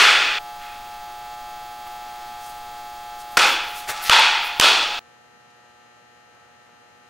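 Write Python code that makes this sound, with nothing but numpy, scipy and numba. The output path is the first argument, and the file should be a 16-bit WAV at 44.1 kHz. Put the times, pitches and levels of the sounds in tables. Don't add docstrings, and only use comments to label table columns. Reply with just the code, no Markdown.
import sys
import numpy as np
from scipy import signal
from scipy.fft import rfft, irfft
from scipy.io import wavfile
from scipy.ndimage import uniform_filter1d
from numba import njit

SR = 44100
rng = np.random.default_rng(int(sys.argv[2]) if len(sys.argv) > 2 else 0)


def int16_out(signal):
    q = np.round(np.clip(np.atleast_2d(signal).T, -1, 1) * 32767)
    wavfile.write(sys.argv[1], SR, q.astype(np.int16))


def elevation(decibels):
    levels = np.asarray(decibels, float)
    return 10 ** (levels / 20)


N = 312669
SIDES = np.array([[1], [-1]])

# (time [s], time [s])
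CUTS_S = (.3875, 4.9925)


def read(table, hz):
    corner_hz, value = np.array(table).T[:2]
    return np.interp(np.log(hz + 1), np.log(corner_hz), value)


def noise(shape, size):
    hz = np.arange(size // 2 + 1) * SR / size
    x = irfft(rfft(rng.standard_normal(size)) * shape(hz), size)
    return x / x.std()


def hump(hz, width_hz):
    return lambda f: 1 / np.sqrt(1 + ((f ** 2 - hz ** 2) / (width_hz * f + 1)) ** 4)


def walk(rate):
    k = int(SR / rate)
    held = np.repeat(rng.standard_normal(N // k + 1), k)
    return uniform_filter1d(uniform_filter1d(held, k), k)[:N]


def add(out, x, s):
    i = int(round(s * SR))
    x = x[max(-i, 0):len(out) - i]
    out[max(i, 0):max(i, 0) + len(x)] += x


def air(table, db):
    return elevation(db + 0.43 * walk(1.8)) * noise(lambda hz: elevation(read(table, hz)), N)


def whine():
    t = np.arange(N) / SR
    beat = 1 + .45 * np.sin(2 * np.pi * 13 * t)
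    return elevation(-57.5) * np.sin(2 * np.pi * 15734 * t) * beat


def buzz(lines, weak, scatter_db):
    mains_hz = 59.98
    order = np.arange(1, 137)
    odd_db = -8.5 - 8.6 * np.exp(-order / 25)
    db = read(weak, order * mains_hz) + odd_db * (order % 2)
    db -= 4 * np.abs(rng.standard_normal(len(order)))
    for hz, line_db in lines:
        db[int(round(hz / mains_hz)) - 1] = line_db
    scatter, phase = rng.standard_normal((2, len(order)))
    bins = np.zeros(N // 2 + 1, complex)
    at = np.round(order * mains_hz * N / SR).astype(int)
    bins[at] = elevation(db + scatter_db * scatter) * np.exp(10j * phase)
    waver_db = .5 * walk(7.2) + .5 * walk(43)
    return irfft(bins, N) * N / np.sqrt(2) * elevation(waver_db)


def near_background():
    # (frequency [Hz], level [dB rms])
    strong_lines = [(600, -60), (720, -44), (840, -38.5), (1080, -57.5), (1200, -52), (1320, -50),
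                    (1560, -56.5), (1680, -59.5), (1800, -58.5), (2280, -61.5), (2640, -58.5),
                    (3240, -56.5), (3600, -60.5), (4440, -62)]
    # (frequency [Hz], level [dB rms])
    weak_lines = [(250, -75.5), (350, -62.5), (1000, -58), (3200, -63.5), (4900, -62), (5600, -71),
                  (6700, -67), (8200, -83.5)]
    # (frequency [Hz], density [dB per Hz])
    air_colour = [(15, -7.5), (40, -16.5), (90, -23.5), (200, -25.5), (500, -27), (800, -23.5), (1000, -24),
                  (1300, -23.5), (1600, -31.5), (2500, -29), (5000, -32), (8000, -35), (12000, -35.5),
                  (16000, -34)]
    # (frequency [Hz], density [dB per Hz])
    hiss_colour = [(15, 7.5), (100, -5.5), (500, -15), (1000, -20.5), (4000, -22), (7000, -14.5),
                   (14000, -14.5), (16000, -18.5)]
    middle = buzz(strong_lines, weak_lines, 0) + air(air_colour, -46.5) + whine()
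    return middle + SIDES * air(hiss_colour, -66)


def wide_background():
    # (frequency [Hz], level [dB rms])
    strong_lines = [(480, -68), (720, -64.5), (840, -61.5), (1200, -67), (1320, -63), (1560, -68),
                    (1800, -66), (1920, -70.5), (2160, -77), (2400, -73), (2760, -71), (3000, -74),
                    (4080, -77), (6600, -76.5)]
    # (frequency [Hz], level [dB rms])
    weak_lines = [(120, -72.5), (250, -71), (380, -75.5), (1000, -74), (3200, -77.5), (5600, -85),
                  (6800, -85.5), (8200, -96)]
    # (frequency [Hz], density [dB per Hz])
    air_colour = [(15, -38), (50, -24), (80, -7), (119, -8.5), (170, -6), (400, -9), (480, -4.5), (840, -9),
                  (1300, -10), (1850, -11), (3500, -21.5), (6670, -25.5), (11000, -29), (16000, -40)]
    # (frequency [Hz], density [dB per Hz])
    side_colour = [(8.8, -80), (15, -50), (469, -3), (770, -10), (840, -13), (917, -8), (1300, -11.5),
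                   (1420, -10), (4980, -16.5), (13800, -29), (16000, -61)]
    middle = buzz(strong_lines, weak_lines, 0) + air(air_colour, -61)
    apart = elevation(-2.0) * buzz(strong_lines, weak_lines, 1.0) + air(side_colour, -63.5)
    apart = apart - middle * (apart @ middle) / (middle @ middle)
    return middle + SIDES * (apart + 0.098 * middle)


def hall(colour, build_s, stretch, rings, gap_s=0.0067, grain_db=2.0, smooth_s=0.099, far_db=-16, far_stretch=2.2):
    # (frequency [Hz], T60 [s])
    decay_times = [(100, 1.2), (400, 0.91), (1000, 0.86), (2800, 1.04), (6000, 0.79), (11000, 0.53),
                   (16000, .35)]
    # (frequency [Hz], width [Hz], boost [dB])
    wall_peaks = [(870, 260, 8), (1340, 460, 11), (2520, 190, 7), (3420, 200, 7), (4400, 620, 2.5)]
    size = int(SR * 1.5)
    t, hz = np.arange(size) / SR, np.arange(size // 2 + 1) * SR / size
    boost_db = sum(db / (1 + (2 * (hz - f) / w) ** 2) for f, w, db in wall_peaks + rings)
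    wash = rfft(rng.standard_normal(size)) * elevation(read(colour, hz) + boost_db)
    wash /= irfft(wash, size).std()
    out = np.zeros(size)
    centres = np.log2(hz + 1) * 2
    for band in range(12, 30):
        share = np.clip(1 - np.abs(centres - band), 0, 1)
        t60 = stretch * read(decay_times, 2 ** (band / 2))
        decay = elevation(-60 * t / t60) + elevation(far_db - 60 * t / t60 / far_stretch)
        out += irfft(wash * share, size) * decay
    lumps = uniform_filter1d(np.repeat(rng.standard_normal(size // 64 + 1), 64)[:size], 40)
    build = 1 - np.exp(-np.maximum(t - gap_s, 0) / build_s)
    return out * build * elevation(grain_db * lumps * np.exp(-t / smooth_s))


def scuffs(wet_db=-9, grit_db=3.0):
    # (time [s], rise [s], fall [s],
    # level [dB])
    rustles = [(1.875, 0.0088, .015, -50), (1.92, .005, .012, -52), (1.96, .004, .01, -56),
               (2.495, .01, .02, -52), (2.58, .005, .01, -58), (3.32, .02, 0.038, -51.5),
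               (3.52, 0.11, 0.028, -40), (3.645, .01, .015, -49.5), (3.70, 0.036, .03, -47.5),
               (3.792, .053, 0.028, -42.5), (3.9, 0.017, 0.019, -35.5), (4.035, 0.015, 0.068, -35.5),
               (4.46, .029, 0.03, -43), (4.659, 0.065, 0.073, -42.5)]
    # (time [s], rise [s], fall [s], level [dB], centre [Hz])
    steps = [(2.2, .18, 0.13, -54.5, 2500), (2.46, 0.054, 0.083, -48, 5900),
             (3.21, 0.025, 0.027, -47, 5650), (3.782, 0.041, 0.068, -42, 4300),
             (3.895, 0.015, 0.034, -27, 1200), (3.897, .015, 0.029, -30, 4490),
             (3.974, 0.049, 0.073, -38, 2810), (4.083, 0.055, 0.024, -29, 2860),
             (4.996, .0018, 0.01, -59, 2585), (5.504, 0.0043, 0.0073, -65, 2900),
             (5.85, 0.057, 0.062, -68, 1500), (6.37, .04, .08, -61, 890), (6.67, .03, .06, -66, 1490)]
    out, t = np.zeros(N), np.arange(-16384, 16384) / SR
    rubs = [row + (12300, 6500) for row in rustles]
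    rubs += [row + (1.4 * row[-1],) for row in steps]
    for s, rise, fall, db, hz, width_hz in rubs:
        swell = np.exp(-np.where(t < 0, (t / rise) ** 2, (t / fall) ** 1.5))
        lumps = uniform_filter1d(np.repeat(rng.standard_normal(len(t) // 32), 32), 24)
        grit = elevation(grit_db * lumps)
        add(out, elevation(db) * swell * grit * noise(hump(hz, width_hz), len(t)), s + t[0])
    echo = hall([(100, -6.5), (1000, -5.0), (8000, -5.5), (16000, -12)], 0.069, 0.88, [])
    echo /= np.sqrt(np.sum(echo ** 2))
    return out + elevation(wet_db) * signal.fftconvolve(out, echo)[:N]


def cracks(apart_db=-35):
    # (time [s], level [dB], fade [ms], ring [Hz])
    impacts = [(1.868, -37, 14, 1170), (3.3703, -0.5, 2.6, 2500), (3.372, 4, 3.7, 1387),
               (3.378, 2, .9, 1900), (3.381, -1, 1.5, 1400), (3.3913, -6.5, 1.3, 5900),
               (3.395, -3, 0.48, 1816), (3.404, -20, 0.66, 1500), (4.0962, 3.5, 1.3, 2970),
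               (4.097, 1.8, 3.2, 1240), (4.1213, -11.5, .7, 2000), (4.196, -4, 1.7, 3250),
               (4.598, 6, 1.6, 3100), (4.598, 2.5, 1.6, 4800), (4.598, -0.5, 2.1, 1030),
               (4.6107, 0, 2.1, 2930), (4.83, -12, 1.8, 1350)]
    out, side, t = np.zeros(N), np.zeros(N), np.arange(2048) / SR
    ring_share = 0.48
    sheen = hump(8200, 14000)
    for s, db, fade_ms, hz in impacts:
        body = hump(hz, min(2.3 * hz, 4800))
        fade = (1 - np.exp(-t / 0.00013)) * np.exp(-1000 * t / fade_ms)
        slap = fade * noise(lambda f: body(f) + elevation(-40) * sheen(f), len(t))
        slap *= np.sqrt(np.sum(fade ** 2) / np.sum(slap ** 2) / 2)
        ring = fade * np.sin(2 * np.pi * hz * t)
        add(out, elevation(db) * (ring_share * ring + (1 - ring_share) * slap), s)
        add(side, elevation(db + apart_db) * fade * noise(body, len(t)), s)
    return out + SIDES * side


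def blows():
    # (time [s], hall level [dB], decay stretch [ratio], thump level [dB])
    strikes = [
        (-.05, -6.5, 1.184, -60),
        (.585, -39.5, 1.16, -64),
        (3.371, -7.5, 0.65, -33),
        (4.095, -5, 0.87, -26.5),
        (4.597, -8, 0.91, -35),
    ]
    # (frequency [Hz], width [Hz])
    leather = [(380, 500), (900, 200), (2000, 1300), (4000, 2400)]
    # (body [dB], pocket [dB], palm [dB], laces [dB])
    ring_levels = [(-1.5, -3.5, 5, -1), (-9, 0, 7, -1), (1, 3.5, 0.5, -4), (-4.5, 9, 4, 1),
                   (0.5, 2, -2.5, 1)]
    # (frequency [Hz], density [dB per Hz])
    blow_colour = [(100, -43.5), (250, -23), (400, -12.5), (1100, -12.5), (3000, -4), (4500, -8),
                   (11000, -25.5), (16000, -36.5)]
    out, side, t = np.zeros(N), np.zeros(N), np.arange(2048) / SR
    for (s, hall_db, stretch, thump_db), ring_db in zip(strikes, ring_levels):
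        rings = [part + (db,) for part, db in zip(leather, ring_db)]
        tail = elevation(hall_db) * hall(blow_colour, 0.027, stretch, rings)
        add(out, tail[:int((CUTS_S[s > 0] - s) * SR)], s)
        thump = elevation(thump_db) * np.sin(2 * np.pi * 45 * t) * np.exp(-t / 0.0061)
        add(out, thump, s)
        add(side, -.4 * thump, s)
    return out + SIDES * side + cracks()


def scene():
    t = np.arange(N) / SR
    near = near_background() + blows()
    cut = np.clip((t - CUTS_S[1]) / .001, 0, 1)
    return scuffs() + near * (1 - cut) + wide_background() * cut


@njit
def limiter(x, top, attack, release):
    gain, e = np.empty(len(x)), 0.
    for i in range(len(x)):
        e += (abs(x[i]) - e) * (attack if abs(x[i]) > e else release)
        gain[i] = min(1., top / (e + 1e-9))
    return gain


def band_limit(x):
    return signal.sosfilt(signal.butter(12, 16460, fs=SR, output="sos"), x)


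def record(dry):
    gain = limiter(np.abs(dry).max(axis=0), 0.45, 0.01, 0.00042)
    loud = 1.06 * dry * gain
    saturated = loud / (1 + np.abs(loud) ** 6) ** (1 / 6)
    low_pass = signal.ellip(16, .3, 70, 15755, fs=SR, output="sos")
    return band_limit(np.clip(signal.sosfilt(low_pass, saturated), -1, 1))


dry = scene()
out = record(dry)
int16_out(out)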